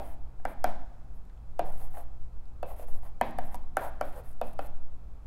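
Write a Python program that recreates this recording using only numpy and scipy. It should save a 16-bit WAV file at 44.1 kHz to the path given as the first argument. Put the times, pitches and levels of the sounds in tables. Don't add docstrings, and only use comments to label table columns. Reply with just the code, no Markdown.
import sys
import numpy as np
from scipy import signal
from scipy.io import wavfile
from scipy.ndimage import uniform_filter1d

SR = 44100
rng = np.random.default_rng(int(sys.argv[2]) if len(sys.argv) > 2 else 0)


def store_pcm(level_fs):
    pcm = np.round(np.clip(level_fs, -1, 1) * 32767).astype(np.int16)
    wavfile.write(sys.argv[1], SR, np.atleast_2d(pcm).T)


def elevation(decibels):
    levels = np.asarray(decibels, float)
    return 10 ** (levels / 20)


N = 232362
LEAD = 4096
M = N + LEAD
TIME = (np.arange(M) - LEAD) / SR

# (f/Hz, level/dB, t60/s)
LOW_MODES = [(509, 6, 0.081), (600, 11.5, 0.045), (687.3, 5, 0.079), (742.8, 17, 0.032), (812, -9, 0.076),
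             (941, 9, 0.054), (1045, 3.5, 0.088)]
HIGH_MODES = [(1116, 0, 0.11), (1365, 5, 0.022), (1552, 0.5, 0.044), (1758, 6, 0.024), (1864, 4, 0.021),
              (2033, 7.5, 0.026), (2310, 1, 0.12)]
TOP_MODES = [(2422, -2.5, 0.093), (2650, 3, 0.024), (3030, 3.5, 0.037), (3500, 1, 0.032), (4150, -3, 0.026),
             (4705, 1.5, 0.018), (6500, -22, 0.017)]
BAFFLE = signal.butter(4, 470, "high", fs=SR, output="sos")


def unit(x):
    return x / np.sqrt(np.mean(x ** 2))


def peaked(x, db):
    return x * elevation(db) / np.max(np.abs(x))


def band(x, hz, width):
    return signal.lfilter(*signal.iirpeak(min(hz, .45 * SR), hz / width, fs=SR), x)


def twice(x, hz, width):
    return band(band(x, hz, width), hz, width)


def ring(x, hz, t60):
    fade = np.exp(-np.log(1000) / (t60 * SR))
    turn = 2 * np.pi * hz / SR
    return signal.lfilter([0, np.sin(turn)], [1, -2 * fade * np.cos(turn), fade ** 2], x)


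def walk(rate):
    hold = int(SR / rate)
    levels = np.repeat(rng.standard_normal(M // hold + 1), hold)
    return unit(uniform_filter1d(levels, hold)[:M])


def add(out, s, sound):
    i = int(s * SR) + LEAD
    out[i:i + len(sound)] += sound[:M - i]


def air():
    # (f/Hz, level/dB rms, start/turns)
    motors = [(52.97, -51, 0), (83.8, -66, 0), (117.44, -66, .68), (119.97, -60, 0), (176.2, -74, 0),
              (179.9, -76, .3)]
    # (f/Hz, width/Hz, level/dB)
    whistle = (7300, 1100, -95)
    # (t/s, level/dB)
    draught = [(0.0, -34.5), (0.4, -28.5), (0.7, -22.5), (0.92, -31.5), (1.36, -40.5), (1.69, -18),
               (1.83, -22.5), (1.98, -31.5), (2.86, -29), (2.96, -19), (3.2, -34.5), (3.46, -22),
               (3.83, -31), (3.98, -22), (4.26, -32), (4.83, -25), (5.0, -39), (5.27, -28.5)]
    hum = sum(np.sqrt(2) * elevation(g) * np.sin(2 * np.pi * (f * TIME + turn)) for f, g, turn in motors)
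    swing = unit(twice(rng.standard_normal(M), 4.575, 5.66))
    whistle_hz, whistle_width, whistle_db = whistle
    grille = unit(twice(rng.standard_normal(M), whistle_hz, whistle_width)) * elevation(whistle_db)
    return hum + grille + swing * elevation(np.interp(TIME, *np.transpose(draught)))


def room(x):
    # (f/Hz, level/dB per Hz)
    vent_curve = [(20, -74.5), (40, -68), (65, -76), (100, -97.5), (160, -92), (280, -95), (400, -101.5),
                  (760, -100), (1000, -104), (1300, -106), (1700, -116), (2600, -119), (4500, -124),
                  (15500, -132)]
    # (f/Hz, t60/s, level/dB)
    tail = [(122, 0.78, -5.5), (223, 0.94, -12), (470, 0.16, -9), (740, 0.49, -16.5), (1440, 0.49, -16),
            (2560, 0.38, -13), (3460, 0.48, -11.5), (8000, 0.55, -27.5), (14000, 0.28, -22.5)]
    first_wall = 260
    late_db, late_stretch = -10, 2.35
    vent_hz, vent_db = np.transpose(vent_curve)
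    tail_hz, t60, tail_db = np.transpose(tail)
    octaves = np.r_[np.arange(0, 4.3, 1 / 3), np.arange(26 / 6, 7, 1 / 6), np.arange(7, 9.7, 1 / 3)]
    out = 0
    for f, step in zip(20 * 2 ** octaves, np.gradient(octaves)):
        width = f * step
        noise = unit(twice(rng.standard_normal(M), f, width))
        vent_level = np.interp(np.log(f), np.log(vent_hz), vent_db) + 0.32 * walk(1.42)
        vent = 3 * width * elevation(vent_level) ** 2
        fed = np.roll(twice(x, f, width) ** 2, first_wall) * 100 / SR
        fall_db = -120 / (np.interp(np.log(f), np.log(tail_hz), t60) * SR)
        near = signal.lfilter([1], [1, -elevation(fall_db)], fed)
        late = signal.lfilter([1], [1, -elevation(fall_db / late_stretch)], fed)
        stored = near + elevation(2 * late_db) * late
        gain = elevation(2 * np.interp(np.log(f), np.log(tail_hz), tail_db))
        out = out + np.sqrt(vent + stored * gain) * noise
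    return out


def pressure():
    # (t/s, time to full pressure/s, length/s, tip hiss level/dB, board rub over hiss/dB)
    drags = [(-.03, 0.097, .18, -61.5, 3), (0.471, 0.022, 0.068, -61, 14.5), (0.652, 0.044, 0.076, -63, 17),
             (1.135, .03, .06, -76.5, -3), (1.651, 0.016, 0.07, -59, 12.5),
             (1.726, 0.092, 0.16, -60.5, 11.5), (1.908, .07, 0.13, -60, 14),
             (2.665, 0.024, 0.087, -60.5, 17.5), (2.761, 0.066, 0.09, -57, 17),
             (2.871, 0.016, 0.047, -59.5, 11), (2.921, .028, .083, -64.5, 9), (3.027, 0.027, 0.074, -62, 8),
             (3.228, 0.037, 0.097, -64, 7), (3.415, .045, 0.085, -61, 1), (3.498, 0.031, 0.059, -64, 9),
             (3.562, .006, .02, -83, 8), (3.78, 0.059, 0.12, -55.5, 19), (4.014, .04, 0.11, -62.5, 5),
             (4.12, 0.054, 0.1, -58, 16), (4.237, 0.015, 0.098, -63.5, .2),
             (4.434, 0.027, 0.095, -63.5, -3), (4.506, 0.046, 0.034, -58, 2),
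             (4.61, 0.067, 0.064, -58.5, 8)]
    lift_s = 0.017
    hiss_shape = [-9, 0, -5, -13]
    rub_shape = [-15, 0, -1.6, -1.6]
    s, rise, length, hiss, rub = np.transpose(drags)
    end = s + length
    when = np.maximum.accumulate(np.c_[s, s + rise, end - lift_s, end].ravel())
    hiss_db = np.interp(TIME, when, (hiss[:, None] + hiss_shape).ravel())
    rub_db = np.interp(TIME, when, (rub[:, None] + rub_shape).ravel())
    touch = sum(np.clip(np.minimum(TIME - a + 0.0046, b - TIME) / .0013, 0, 1) for a, b in zip(s, end))
    return hiss_db, rub_db, np.minimum(touch, 1)


def tip_hiss():
    # (f/Hz, width/Hz, level/dB)
    tip_modes = [(4640, 8600, -10), (9250, 4900, -6.5), (10320, 3800, -12), (11900, 3200, 0),
                 (13100, 1300, -7), (14500, 1600, -5), (15700, 990, 0)]
    bursts = np.minimum(rng.exponential(size=M // 24 + 1), 4.5).repeat(24)[:M]
    crumbs = rng.standard_normal(M) * elevation(2.0 * bursts)
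    tip = sum(elevation(g + 1.5 * walk(30)) * twice(crumbs, f, 1.4 * w) for f, w, g in tip_modes)
    patches = sum(elevation(-1 + 3.5 * walk(14)) * band(tip, f, 110) for f in np.arange(8900, 15400, 650))
    return unit(tip + patches)


def board_rub(rub_db):
    # (t/s, f/Hz)
    path = [(0, 710), (.53, 750), (.72, 790), (1.66, 740), (1.82, 680), (1.98, 800), (2.7, 695),
            (2.83, 583), (2.99, 666), (3.055, 900), (3.3, 760), (3.45, 660), (3.58, 800), (3.86, 840),
            (4.06, 663), (4.19, 580), (4.3, 684), (4.64, 610)]
    hz = np.interp(TIME, *np.transpose(path))
    upper_db = -3 - 1.33 * rub_db
    drag = rng.standard_normal(M) * elevation(2.6 * walk(60))
    share = np.array([elevation(-30 * abs(np.log2(f / (.95 * hz)))) for f, g, d in LOW_MODES])
    share = share / np.linalg.norm(share, axis=0)
    low = sum(a * unit(ring(drag, f, d)) for a, (f, g, d) in zip(share, LOW_MODES))
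    high = sum(elevation(-9.0 * np.log2(f / 1000)) * unit(ring(drag, f, d)) * np.sqrt(.03 / d)
               for f, g, d in HIGH_MODES + TOP_MODES)
    return unit(signal.sosfilt(BAFFLE, low)) + elevation(upper_db) * unit(high)


def strokes():
    hiss_db, rub_db, touch = pressure()
    hiss = elevation(1.3 * walk(90)) * tip_hiss()
    return touch * elevation(hiss_db) * (hiss + elevation(rub_db) * board_rub(rub_db))


def struck_board(t, hz, luck):
    # (f/Hz, level/dB, t60/s)
    deep_modes = [(93, 2.5, 0.071), (149.3, -6, 0.16), (210.1, -4.5, 0.26), (260.4, 5.5, 0.081),
                  (326, 1, 0.087)]
    upper_hz = 2.043 * hz
    push = np.exp(-t / .00006)
    swing = signal.sosfilt(BAFFLE, band(push, hz, 266))
    low = sum(elevation(g + 2.0 * r) * ring(swing, f * (1 + 0.024 * r), d)
              for (f, g, d), r in zip(LOW_MODES, luck))
    high, top, deep = np.zeros((3, len(t)))
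    for k, ((f, g, d), r) in enumerate(zip(HIGH_MODES, luck[7:])):
        off_db = 30 * abs(np.log2(f / upper_hz))
        high += (-1) ** k * elevation(g + 1.5 * r - off_db) * ring(push, f, d)
    for k, ((f, g, d), r) in enumerate(zip(TOP_MODES, luck[14:])):
        top += (-1) ** k * elevation(g + 2.5 * r) * ring(push, f * (1 + .03 * r), d)
    for (f, g, d), r in zip(deep_modes, luck[5:]):
        arrival = 1 - np.exp(-(t * f) ** 2)
        deep += elevation(g + 4.44 * r) * ring(push, f * (1 + 0.051 * r), d) * arrival
    return low, high, top, deep


def chalk_click(t):
    # (f/Hz, width/Hz, level/dB)
    stick = [(5900, 4900, -6), (9880, 2800, 0.5), (11100, 1300, 1.5), (12080, 2400, -0.5),
             (14450, 1300, -5)]
    crumble = 0.28 * np.exp(-t / 0.0003) + 0.09 * np.exp(-t / 0.0017)
    crack = (t == 0) + rng.standard_normal(len(t)) * crumble
    return sum(elevation(g) * (-1) ** k * twice(crack, f, w) for k, (f, w, g) in enumerate(stick))


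def taps():
    earlier = [
        (-.02, -17.5, 785, -17, -21),
    ]
    landings = [(0.397, -48, 770, -9, -19), (0.452, -19, 737, -6, -16), (0.642, -13, 721, -8, -9.5),
                (1.593, -15, 686, -16, -18), (2.629, -23, 620, -13, -20), (3.212, -10, 850, -12.5, -16.5),
                (3.386, -20.5, 780, -13, -13.5), (3.769, -14.5, 691, -3, -12),
                (4.011, -17.5, 620, -6.5, -13), (4.414, -18.5, 630, -13.5, -17),
                (4.591, -21, 630, -10.5, -21.5)]
    skips = [
        (1.2975, -61, 800, 2, -19),
        (1.970, -38, 734, -6.5, -25),
        (2.795, -34.5, 556, -28, -23),
        (3.032, -41, 910, -24, -26),
        (3.5442, -26.5, 960, -25, -10.5),
        (3.5484, -41.5, 880, -7, -3),
        (3.5536, -41, 955, -23, 1.5),
        (5.2645, -55, 664, -6, -17),
    ]
    out, t = np.zeros(M), np.arange(8192) / SR
    rows = list(earlier) + list(landings) + list(skips)
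    spots = rng.standard_normal((len(rows), 3 * len(LOW_MODES)))
    for (s, db, hz, high_db, click_db), luck in zip(rows, spots):
        low, high, top, deep = struck_board(t, hz, luck)
        body = peaked(low, db) + peaked(high, db + high_db)
        body = body - band(body, 1081, 161)
        click = peaked(chalk_click(t), db + click_db)
        thud = peaked(deep, db - 22)
        add(out, s + 0.00025, body + click + thud + peaked(top, db - 22.5))
    return out


def ticks():
    # (t/s, peak level/dB, centre f/Hz)
    grit = [(.408, -66, 13000), (1.253, -61, 9000), (1.298, -59.5, 3000), (1.377, -58, 3000),
            (1.633, -75, 11000), (1.723, -46, 9000), (3.537, -50, 11000), (3.5465, -48, 11000),
            (3.557, -41, 11000), (1.970, -60, 8000), (1.981, -44, 10000), (2.399, -65, 3500),
            (2.456, -58, 3300), (2.483, -63, 3500), (2.828, -45, 10000), (2.833, -61, 11000),
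            (3.054, -59, 11000), (3.310, -50, 9900), (4.162, -45, 9000), (4.532, -53, 9000),
            (4.921, -65, 5000), (4.331, -53, 9000), (4.67, -52, 9000)]
    out, t = np.zeros(M), np.arange(512) / SR
    for s, db, hz in grit:
        burst = rng.standard_normal(len(t)) * np.exp(-t / .0007)
        add(out, s - .0004, peaked(band(burst, hz, .6 * hz), db))
    return out


def scene():
    chalk = strokes() + taps() + ticks()
    return (chalk + room(chalk) + air())[None, LEAD:]


def top_cut(x):
    return signal.sosfilt(signal.butter(12, 16480, fs=SR, output="sos"), x)


def record(dry):
    top = signal.ellip(6, .5, 24, 15750, fs=SR, output="sos")
    return top_cut(signal.sosfilt(top, dry))


dry = scene()
out = record(dry)
store_pcm(out)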